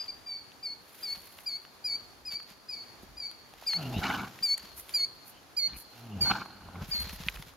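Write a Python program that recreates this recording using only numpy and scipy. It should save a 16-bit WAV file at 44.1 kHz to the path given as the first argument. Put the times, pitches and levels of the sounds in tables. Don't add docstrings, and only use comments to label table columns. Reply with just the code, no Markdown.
import sys
import numpy as np
from scipy import signal
from scipy.io import wavfile
from scipy.ndimage import uniform_filter1d

SR = 44100
rng = np.random.default_rng(int(sys.argv[2]) if len(sys.argv) > 2 else 0)


def convert_level_to_amplitude(level_db):
    exponent = np.asarray(level_db, float) / 20
    return 10 ** exponent


def wrap_up_sound(samples):
    columns = np.atleast_2d(samples).T
    tamed = np.clip(columns, -1, 1)
    steps = np.round(tamed * 32767).astype(np.int16)
    wavfile.write(sys.argv[1], SR, steps)


N = 333396


def at_hz(points, hz):
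    points = np.array(points)
    return np.interp(np.log(hz), np.log(points[:, 0]), points[:, 1])


def rms_one(x):
    return x / np.sqrt(np.mean(x ** 2) + 1e-20)


def drift(rate_hz, size=N):
    r = np.exp(-2 * np.pi * rate_hz / SR)
    settle = 9000
    noise = rng.standard_normal(size + settle)
    return rms_one(signal.lfilter([1], [1, -2 * r, r * r], noise)[settle:])


def band(x, low_hz, high_hz):
    return signal.sosfilt(signal.butter(2, [low_hz, high_hz], "band", fs=SR, output="sos"), x)


def resonate(x, modes):
    out = 0
    for k, (hz, width_hz, level_db) in enumerate(modes):
        r = np.exp(-np.pi * width_hz / SR)
        top = [(1 - r * r) / 2, 0, (r * r - 1) / 2]
        bottom = [1, -2 * r * np.cos(2 * np.pi * hz / SR), r * r]
        out = out + (-1) ** k * convert_level_to_amplitude(level_db) * signal.lfilter(top, bottom, x)
    return out


def patchy(x, modes, patch_db):
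    out = 0
    for k, mode in enumerate(modes):
        out = out + (-1) ** k * resonate(x, [mode]) * convert_level_to_amplitude(patch_db * drift(20, size=len(x)))
    return out


def swell(middle_s, half_s):
    out = np.zeros(N)
    first = max(round((middle_s - 4 * half_s) * SR), 0)
    last = min(round((middle_s + 4 * half_s) * SR), N)
    near = np.arange(first, last)
    out[near] = np.exp(-((near / SR - middle_s) / half_s) ** 2)
    return out


def spell(rows):
    time_s, *columns = np.transpose(rows)
    t = np.arange(time_s[0], time_s[-1], 1 / SR)
    return round(time_s[0] * SR), [np.interp(t, time_s, c) for c in columns]


def add(out, start, x):
    x = x[..., max(-start, 0):N - start]
    start = max(start, 0)
    out[..., start:start + x.shape[-1]] += x


# time_s, pitch_hz, effort_db
GRUNT_RISING = [(3.74, 169.3, -58), (3.782, 169.4, -41.5), (3.863, 124, -37.5), (3.928, 127.8, -37.5),
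                (3.956, 108.5, -38.5), (3.985, 92, -33.5), (4.02, 79.5, -50)]
GRUNT_STANDING = [(5.919, 120, -81), (5.942, 115.5, -61.5), (6.054, 118.2, -50), (6.101, 108.3, -48),
                  (6.15, 100, -41.5), (6.192, 88.3, -41), (6.244, 68.9, -40.5), (6.269, 61.2, -62)]
GRUNT_AFTER = [(6.61, 72, -68), (6.66, 87.5, -51.5), (6.72, 89.8, -60), (6.759, 87.4, -47),
               (6.831, 97.4, -44), (6.86, 94, -67)]
# hz, level_db
THROAT = [(130, 2), (170, -5.5), (200, 1.5), (250, -5.5), (340, -21)]
# hz, width_hz, level_db
GRUNT_NOSE = [(647, 58, 7), (824, 130, 4.5), (1365, 120, -1), (2790, 260, -7), (3570, 150, -21)]


def grunts():
    out = np.zeros(N)
    breath_peaks_db = (-45, -54, -58)
    for rows, breath_peak_db in zip((GRUNT_RISING, GRUNT_STANDING, GRUNT_AFTER), breath_peaks_db):
        start, (pitch_hz, first_db) = spell(rows)
        size = len(pitch_hz)
        slack = np.clip(np.linspace(-1, 1, size), .12, 1)
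        phase = 2 * np.pi * np.cumsum(pitch_hz * (1 + .07 * slack * drift(40, size=size))) / SR

        second_db = first_db + at_hz(THROAT, 2 * pitch_hz)
        lines = convert_level_to_amplitude(first_db) * np.sin(phase)
        lines += convert_level_to_amplitude(second_db) * (np.sin(2 * phase + .96) + .2 * np.sin(3 * phase + 3.5))
        lines *= 1 + .4 * slack * np.cos(phase / 2 + .6)
        chest = rms_one(band(rng.standard_normal(size), 90, 380))
        lines += .3 * convert_level_to_amplitude(first_db) * chest

        gate = 2.8 + ((1 + np.cos(phase)) / 2) ** 3
        breath = rms_one(patchy(gate * rng.standard_normal(size), GRUNT_NOSE, patch_db=2.5))
        breath_db = breath_peak_db + .25 * (first_db - first_db.max())
        roughness = convert_level_to_amplitude(3.2 * slack * drift(57, size=size))
        add(out, start, np.sqrt(2) * lines * roughness + convert_level_to_amplitude(breath_db) * breath)
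    return out


# time_s, effort_db
SNORTS = [
    [(4.012, -44), (4.034, -32), (4.1, -32), (4.18, -37.5), (4.248, -42), (4.3, -56), (4.46, -76)],
    [(5.66, -86), (5.684, -60.5), (5.766, -58.5), (5.8, -103)],
    [(6.225, -80), (6.257, -39.5), (6.295, -37.5), (6.315, -26), (6.332, -35), (6.35, -39.5),
     (6.425, -42.5), (6.445, -55), (6.48, -52)],
    [(6.48, -52), (6.6, -59), (6.66, -58.5), (6.73, -58)],
    [(6.73, -61), (6.758, -48), (6.782, -56), (6.824, -45.5), (6.87, -73)],
]
# slaps_per_s, full_flutter_db, full_bright_db
NOSTRILS = [(23.6, -36.5, 0.5), (49.3, -53.5, 12), (23.3, -36, 1.5), (95, -52.5, 3), (80.5, -44, 3)]
SPRAY_DB = [-22, -30, -33, -30, -30]
# middle_s, half_s, low_air_db, bright_air_db
SPURTS = [(4.039, 0.0063, -3, 9.5), (4.061, 0.0072, 2, 4), (4.07, .004, -1.5, 3.5), (4.085, .004, -8, 2),
          (4.112, 0.0096, 2, 5.5), (4.15, .008, 0.5, 8.5), (4.163, .003, 5, 3), (4.2, 0.0089, 0, 6),
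          (4.25, 0.0066, 1.5, 11), (4.279, 0.005, 3, 18), (4.33, .0015, -3, 12), (6.266, 0.0053, 0, 4),
          (6.288, .004, -8, -6), (6.302, .005, 6, 2), (6.322, 0.0055, 2.5, 2), (6.327, 0.0069, -14, -9),
          (6.356, 0.0078, 7.5, 10), (6.365, 0.007, 3.5, 6), (6.373, .003, -5, -8), (6.41, .012, -2.5, 8),
          (6.424, .009, 5, 6)]
# hz, width_hz, level_db
NOSE_LOW = [(808, 143, 4), (1064, 215, 1), (1480, 190, 8)]
NOSE_HIGH = [(1765, 250, -9), (2250, 170, -5.5), (2950, 170, -9.5), (3500, 470, -10.5), (4170, 3000, -10.5)]


def snorts():
    out = np.zeros(N)
    slap_modes = [(92, 61, -.5), (128, 27, 5), (202.6, 41, 6), (335, 240, -9)]
    for rows, (slaps_per_s, full_flutter_db, full_bright_db), spray_db in zip(SNORTS, NOSTRILS, SPRAY_DB):
        start, (air_db,) = spell(rows)
        size = len(air_db)
        below_peak_db = air_db - air_db.max()
        flutter_db = full_flutter_db + .73 * below_peak_db
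        bright_db = full_bright_db + .75 * below_peak_db

        turns = np.cumsum(slaps_per_s * convert_level_to_amplitude(1.3 * drift(30, size=size))) / SR
        slaps = np.diff(np.floor(turns), prepend=0) * convert_level_to_amplitude(drift(73, size=size))
        slaps += .053 * rng.standard_normal(size)
        push = rms_one(resonate(slaps, slap_modes))

        chop_db = 1.5 * np.cos(2 * np.pi * turns) + 2.3 * drift(220, size=size)
        rush = convert_level_to_amplitude(chop_db) * rng.standard_normal(size)
        low = patchy(band(rush, 657, 1464), NOSE_LOW, patch_db=1.3)
        high = patchy(band(rush, 1140, 3700), NOSE_HIGH, patch_db=3.5)
        drops = rush * (rng.random(size) < .05)
        spray = band(drops, 3400, 7200) * convert_level_to_amplitude(spray_db + 8)

        t = (start + np.arange(size)) / SR
        low_db, high_db = sum(np.array(dbs)[:, None] * np.exp(-((t - middle_s) / half_s) ** 2)
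                              for middle_s, half_s, *dbs in SPURTS)
        scale = np.sqrt(uniform_filter1d(low ** 2, size=2600) + 1e-12)
        air = (convert_level_to_amplitude(low_db) * low + convert_level_to_amplitude(bright_db + high_db) * (high + spray)) / scale
        n = np.arange(size)
        fade = np.clip(np.minimum(n, n[::-1]) / 60, 0, 1)
        add(out, start, fade * (convert_level_to_amplitude(air_db) * air + convert_level_to_amplitude(flutter_db) * push))
    return out


# start_s, end_s, from_hz, to_hz, level_db
WHEEZES = [(3.7, 3.773, 2950, 2900, -57), (3.8, 3.894, 2620, 2950, -49.5), (3.817, 3.863, 4500, 4900, -65),
           (3.921, 4.013, 3500, 3980, -49), (3.919, 4.01, 2680, 2960, -45), (3.92, 3.976, 4670, 5170, -56),
           (6.097, 6.169, 2790, 2830, -60), (5.72, 5.778, 2310, 2515, -56.5)]
# start_s, end_s, from_hz, to_hz, level_db
FAR_BIRD = [
    (5.256, 5.304, 2500, 2620, -68),
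    (5.302, 5.418, 2840, 3100, -61.5),
]


def airy_whistles():
    out = np.zeros(N)
    for start_s, end_s, from_hz, to_hz, level_db in WHEEZES + FAR_BIRD:
        size = round((end_s - start_s) * SR)
        phase = 2 * np.pi * np.cumsum(np.linspace(from_hz, to_hz, size)) / SR
        airy = drift(140, size=size) * np.sin(phase) + drift(160, size=size) * np.cos(phase)
        add(out, round(start_s * SR), convert_level_to_amplitude(level_db) * np.hanning(size) ** .5 * airy)
    return out


# middle_s, half_s, hiss_db, rustle_db
SWISHES = [(0.035, 0.04, -64, -61), (1.016, 0.13, -54, -60.5), (1.162, 0.015, -74, -60),
           (1.318, 0.28, -57.5, -64.5), (2.327, 0.022, -53, -54), (2.506, 0.036, -61, -59),
           (3.034, 0.0065, -54, -61), (3.736, 0.18, -57.5, -57.5), (4.103, 0.21, -52.5, -51),
           (4.46, 0.086, -63, -61.5), (4.654, 0.079, -60.5, -59.5), (4.938, 0.082, -51.5, -56),
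           (6, 0.11, -62.5, -63.5), (6.315, 0.11, -55, -50), (7.095, 0.23, -66, -57)]
# middle_s, hiss_db
TAIL = [
    (4.793, -45.5),
    (5.287, -51.5),
    (5.79, -45.5),
]
# start_s, push_db, mane_hiss_db
FLAPS = [(6.817, -35, -58), (6.887, -35, -49), (6.946, -39, -49.5), (7.002, -39, -47), (7.068, -37, -54),
         (7.13, -35.5, -47.5), (7.202, -33.5, -55), (7.265, -32, -51), (7.332, -46, -55), (7.396, -36, -53),
         (7.468, -45.5, -57)]


def rustle():
    tail = [(s, .03, hiss_db, hiss_db - 17.5) for s, hiss_db in TAIL]
    mane = [(s + .014, .025, hiss_db, -57) for s, _, hiss_db in FLAPS]
    bright, dull = sum(convert_level_to_amplitude(dbs)[:, None] * swell(middle_s, half_s)
                       for middle_s, half_s, *dbs in SWISHES + tail + mane)
    mid, side = rng.standard_normal((2, 2, N)) * convert_level_to_amplitude(2.66 * drift(76))
    hiss = rms_one(band(mid[0] + .45 * side[0] * [[1], [-1]], 9000, 13450))
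    hiss += .3 * rms_one(band(mid, 4800, 7800))
    dust = rms_one(band(mid[0] + .4 * side[0] * [[1], [-1]], 410, 5220))
    return bright * hiss + 1.87 * dull * dust


# start_s, peak_db, body_hz, crack_re_peak_db, top_7_to_11khz_db
TICKS = [(0.5186, -47, 3300, -3, -84), (0.5842, -58, 1230, 14, -82), (1.159, -63, 1590, -4, -76),
         (1.3874, -49, 2320, 18, -75), (1.219, -62, 3000, 3, -65), (1.434, -64, 3000, 3, -69),
         (1.6506, -49, 1450, 14, -80), (2.43, -54, 3000, 3, -69), (2.502, -60, 3000, 3, -67),
         (5.43, -58, 3000, 7, -78), (7.001, -38, 4840, -1, -53), (7.236, -40.5, 3700, 10, -66),
         (2.401, -49, 1440, 13, -71), (3.3132, -46.5, 3730, 10, -65), (3.7338, -35, 1550, 13.5, -57),
         (4.389, -39.5, 2280, 2, -67), (4.5786, -48.5, 2200, 17.5, -49.5), (4.893, -42.5, 3570, 8.5, -56.5),
         (6.211, -57, 2360, 13, -56), (7.094, -34.5, 2940, 11, -58.5), (7.2852, -17, 2650, -9, -58.5),
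         (7.3606, -38, 2950, 2, -67), (7.3716, -42, 1650, -5, -65), (7.424, -49, 2730, 21.5, -64),
         (7.5365, -51, 1270, -7, -74)]
# start_s, peak_db, body_hz, crack_re_peak_db, top_7_to_11khz_db
CLODS = [
    (3.03, -48, 354, -16, -73),
    (3.537, -51, 730, 14, -71),
    (3.624, -44, 790, -14, -75),
    (6.459, -40, 950, 2, -72),
    (6.687, -41.5, 915, -20, -83),
    (6.745, -45, 792, -14, -79),
]


def ticks():
    out, t = np.zeros(N), np.arange(2600) / SR
    for start_s, peak_db, body_hz, crack_db, top_db in TICKS + CLODS:
        grit = rng.standard_normal(len(t))
        body = 2.98 * np.sin(2 * np.pi * body_hz * t) * (t * body_hz) * np.exp(-t * body_hz / .54) * 4
        bounce = np.sin(2 * np.pi * body_hz * .85 * t) * (t < .0026)
        body[66:] += .4 * bounce[:-66]
        crack = convert_level_to_amplitude(peak_db + crack_db) * band(grit, 680, 3800)
        crack += convert_level_to_amplitude(top_db + 25) * band(grit, 7200, 11200)
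        ring = convert_level_to_amplitude(peak_db) * band(body, body_hz * .55, body_hz * 2.2)
        add(out, round(start_s * SR), ring + crack * np.exp(-t / .0022))
    return out


# start_s, peak_db
THUMPS = [(1.171, -47.5), (2.333, -49), (2.51, -48), (3.031, -43), (4.412, -43.5), (4.636, -45),
          (6.309, -26.5), (6.409, -46)]


def thumps():
    out, t = np.zeros(N), np.arange(2600) / SR
    pushes = [(s, peak_db, 197) for s, peak_db in THUMPS]
    pushes += [(s, push_db, 165 * rng.uniform(.8, 1.3)) for s, push_db, _ in FLAPS]
    for start_s, peak_db, hz in pushes:
        push = np.sin(2 * np.pi * hz * t) * np.exp(-t / .0084)
        push += .17 * np.sin(2 * np.pi * 55 * t) * np.exp(-t / .026)
        add(out, round(start_s * SR), convert_level_to_amplitude(peak_db) * push)
    return out


# multiple, level_db
OVERTONES = [(.5, -21.5), (1, 0), (1.5, -25), (2, -26), (2.5, -31), (3, -32), (3.5, -41)]


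def whistle(hz, level_db, lag_us, pan_db, facing_db, away_db):
    turns = np.cumsum(hz) / SR - hz * 1e-6 * lag_us * np.array([[1], [0]])
    half_db = 1.5 + .36 * away_db
    thinning = -4.5 * np.linspace(-.3, .7, len(hz))
    tone = 0
    for k, db in OVERTONES:
        partial_db = db + (facing_db + thinning * k) * (k > 1) + half_db * (k < 1)
        tone = tone + convert_level_to_amplitude(partial_db) * np.sin(2 * np.pi * k * turns)
    return np.sqrt(2) * convert_level_to_amplitude(level_db + pan_db * np.array([[.5], [-.5]])) * tone


def trees(x, echo_db):
    far_t60_s, near_t60_s = .95, .22
    t = np.arange(SR) / SR
    far = convert_level_to_amplitude(-17 - 60 * t / far_t60_s) * np.sqrt(14 / far_t60_s / SR)
    near = convert_level_to_amplitude(-11 - 60 * t / near_t60_s) * np.sqrt(14 / near_t60_s / SR)
    white = rng.standard_normal((3, SR))
    dull = signal.sosfilt(signal.butter(6, 4500, fs=SR, output="sos"), white)
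    scatter = band(white * near + dull * far * .7, 770, 14400) * np.clip(t / .0011, 0, 1)

    x = np.pad(x, ((0, 0), (0, 400)))
    n = np.arange(x.shape[1])
    behind = sum(np.interp(n * (1 - shift), n, x[1]) for shift in (.02, .04))
    same_side = signal.fftconvolve(x, scatter[2:], axes=1)
    opening = np.clip(t / .047, .15, 1)
    all_round = signal.fftconvolve(.6 * x[1:] + .86 * behind, scatter[:2] * opening, axes=1)
    sway = convert_level_to_amplitude(1.5 * drift(60, size=same_side.shape[1]))

    hits = rng.random((2, SR)) < 45 / SR
    trunks = convert_level_to_amplitude(-22 - 45 * t / far_t60_s) * hits * white[:2] * (t > .04)
    late = signal.fftconvolve(behind[None], trunks, axes=1)
    echo = convert_level_to_amplitude(echo_db) * (sway * (same_side + all_round) + .37 * late)
    return echo + np.pad(x, ((0, 0), (0, SR - 1)))


# start_s, top_hz, dip_hz, opening_db, closing_db
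WHISTLES = [(0.259, 4787, 4520, -39.5, -42.5), (0.626, 4874, 4366, -36.5, -41),
            (1.025, 4910, 4390, -35.5, -33), (1.459, 4890, 4370, -32, -36.5),
            (1.84, 4975, 4454, -30.5, -31.5), (2.25, 5106, 4520, -36.5, -37),
            (2.683, 5050, 4480, -41.5, -44), (3.167, 4905, 4410, -43.5, -40),
            (3.664, 4930, 4310, -27, -28.5), (4.424, 4874, 4376, -25.5, -25.5),
            (4.937, 4884, 4340, -23.5, -27.5), (5.565, 4885, 4290, -26.5, -27),
            (6.207, 4796, 4337, -22.5, -26), (6.909, 4830, 4284, -30.5, -35)]
# length_s, slide_pace, last_bend_hz, sag_db
BENDS = [(0.13, 1.26, 140, 1.5), (.117, 0.86, 137, -0.5), (.117, .95, 160, -5), (.12, .85, 190, -9.5),
         (.128, 1, 193, -7), (0.13, 0.84, 226, -10), (0.11, 1.1, 6.8, -1.5), (0.11, 1.8, 216, -7),
         (.117, 0.77, 250, -6.5), (0.13, 1.2, 210, -7.5), (0.12, .95, 203, -12.5), (.117, 0.87, 170, -6),
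         (.11, 0.984, 116, -9.5), (0.12, .8, 90, -0.5)]
ECHO_DB = [-3, -3.5, -1.5, -1.5, -1.5, 0, 1.5, 1.5, 0, 0, 1.5, 0, 4, 3]
# time_s, left_lag_us, left_right_db, overtones_db
BEARING = [(0.26, -18, 0, -4), (1.03, -16, 2.5, 0.5), (1.46, 14, 2, 1), (3.17, 25, 2.5, 3),
           (3.67, -15.5, 2.5, 2.5), (4.43, -11, 2, 4.5), (5.57, 55.5, -4, 5.5), (6.21, 98.5, -2, 3),
           (6.91, 133, 2, -1)]
# start_s, length_s, top_hz, level_db
ARCHES = [
    (-.008, 0.0365, 4910, -35.5),
    (0.078, 0.0324, 4795, -35),
]


def bird():
    out = np.zeros((2, N))
    at_s, *bearing = np.transpose(BEARING)
    for note, (length_s, pace, bend_hz, sag_db), echo_db in zip(WHISTLES, BENDS, ECHO_DB):
        start_s, top_hz, dip_hz, open_db, close_db = note
        u = np.arange(0, 1, 1 / (length_s * SR))
        paced = np.where(u < .12, u, .12 + (u - .12) / pace)
        slide = np.interp(paced, [0, .06, .12, .22, .36, .5, .68], [.31, .892, 1, .655, .226, .13, .002])
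        upturn = bend_hz * np.interp(u, [.72, .83, .94], [0, .35, 1])
        hz = uniform_filter1d(dip_hz + (top_hz - dip_hz) * slide + upturn, size=300)
        level_db = np.interp(u, [.14, .28, .4, .55, .7],
                             [open_db, open_db + sag_db / 4, open_db + sag_db, close_db - 1, close_db])
        edges_db = -22 * np.exp(-u / .035) - 26 * np.clip((u - .91) / .09, 0, 1) ** 2
        away_db = .865 * (-29 - max(open_db, close_db))
        place = [np.interp(start_s, at_s, c) for c in bearing]
        call = whistle(hz, level_db + edges_db, *place, away_db)
        add(out, round(start_s * SR), trees(call, away_db + echo_db))
    for start_s, length_s, top_hz, level_db in ARCHES:
        u = np.arange(-1, 1, 2 / (length_s * SR))
        call = whistle(top_hz - 480 * u ** 2, level_db - 18 * u ** 4, -29, 2.7, -1.5, away_db=-2)
        add(out, round(start_s * SR), trees(call, echo_db=3))
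    return out


# hz, density_db_per_hz
FIELD = [(18, -35), (30, -34), (103, 5), (138, 1), (227, 0.5), (355, 6), (394, -3), (866, 1), (3980, -11.5),
         (4530, -4.5), (5310, -11.5), (12600, -17), (16000, -81)]
# hz, correlation
LIKENESS = [(40, 0.57), (130, 0.21), (640, 0.65), (1400, 0.11), (3000, 0.23), (15000, 0.33)]


def field():
    out, together = 0, drift(1.5)
    edges_hz = 28 * 2 ** np.arange(0, 9.6, .5)
    white = rng.standard_normal((2, 2, N))
    flicker = [drift(1.3), drift(10.5), drift(42)]
    for k, (low_hz, high_hz) in enumerate(zip(edges_hz, edges_hz[1:])):
        centre_hz = np.sqrt(low_hz * high_hz)
        mid, side = band(white[k % 2], low_hz, high_hz)
        alike = np.clip(at_hz(LIKENESS, centre_hz), -1, 1)
        gain = convert_level_to_amplitude(at_hz(FIELD, centre_hz) + .7 * together + .7 * flicker[k % 3])
        out = out + gain * (np.sqrt(1 + alike) * mid + np.sqrt(1 - alike) * side * [[1], [-1]])
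    return convert_level_to_amplitude(-55.5) * rms_one(out)


# middle_s, half_s, level_db
GUSTS = [(1.185, 0.13, -77), (2.248, 0.14, -67), (3.09, 0.11, -63), (3.983, 0.076, -48), (4.737, 0.12, -63),
         (5.747, 0.023, -47), (6.217, 0.048, -46), (7.023, 0.34, -50), (7.3, 0.18, -51)]


def wind():
    mid, side = band(rng.standard_normal((2, N)), 33, 80) * convert_level_to_amplitude(3.5 * drift(9))
    level = convert_level_to_amplitude(-73.5) + sum(convert_level_to_amplitude(level_db) * swell(s, half_s) for s, half_s, level_db in GUSTS)
    return rms_one(mid + .23 * side * [[1], [-1]]) * level


def scene():
    middle = grunts() + airy_whistles() + snorts() + ticks() + thumps()
    spread = convert_level_to_amplitude(-15) * np.roll(band(middle, 190, 11000), 97) * [[1], [-1]]
    return middle + spread + bird() + rustle() + field() + wind()


def top_cut(x):
    return signal.sosfilt(signal.butter(12, 16500, fs=SR, output="sos"), x)


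def record(dry):
    dry = signal.lfilter(*signal.iirnotch(8200, 5.5, fs=SR), dry)
    dry = signal.sosfilt(signal.cheby2(3, 25, [8100, 8400], "stop", fs=SR, output="sos"), dry)
    dry = signal.sosfilt(signal.butter(3, 32, "high", fs=SR, output="sos"), dry)
    dry = signal.sosfilt(signal.ellip(10, .5, 45, 15800, fs=SR, output="sos"), dry)
    mix = dry * np.clip((N - np.arange(N)) / (.06 * SR) + .6, 0, 1)
    return top_cut(mix)


dry = scene()
out = record(dry)
wrap_up_sound(out)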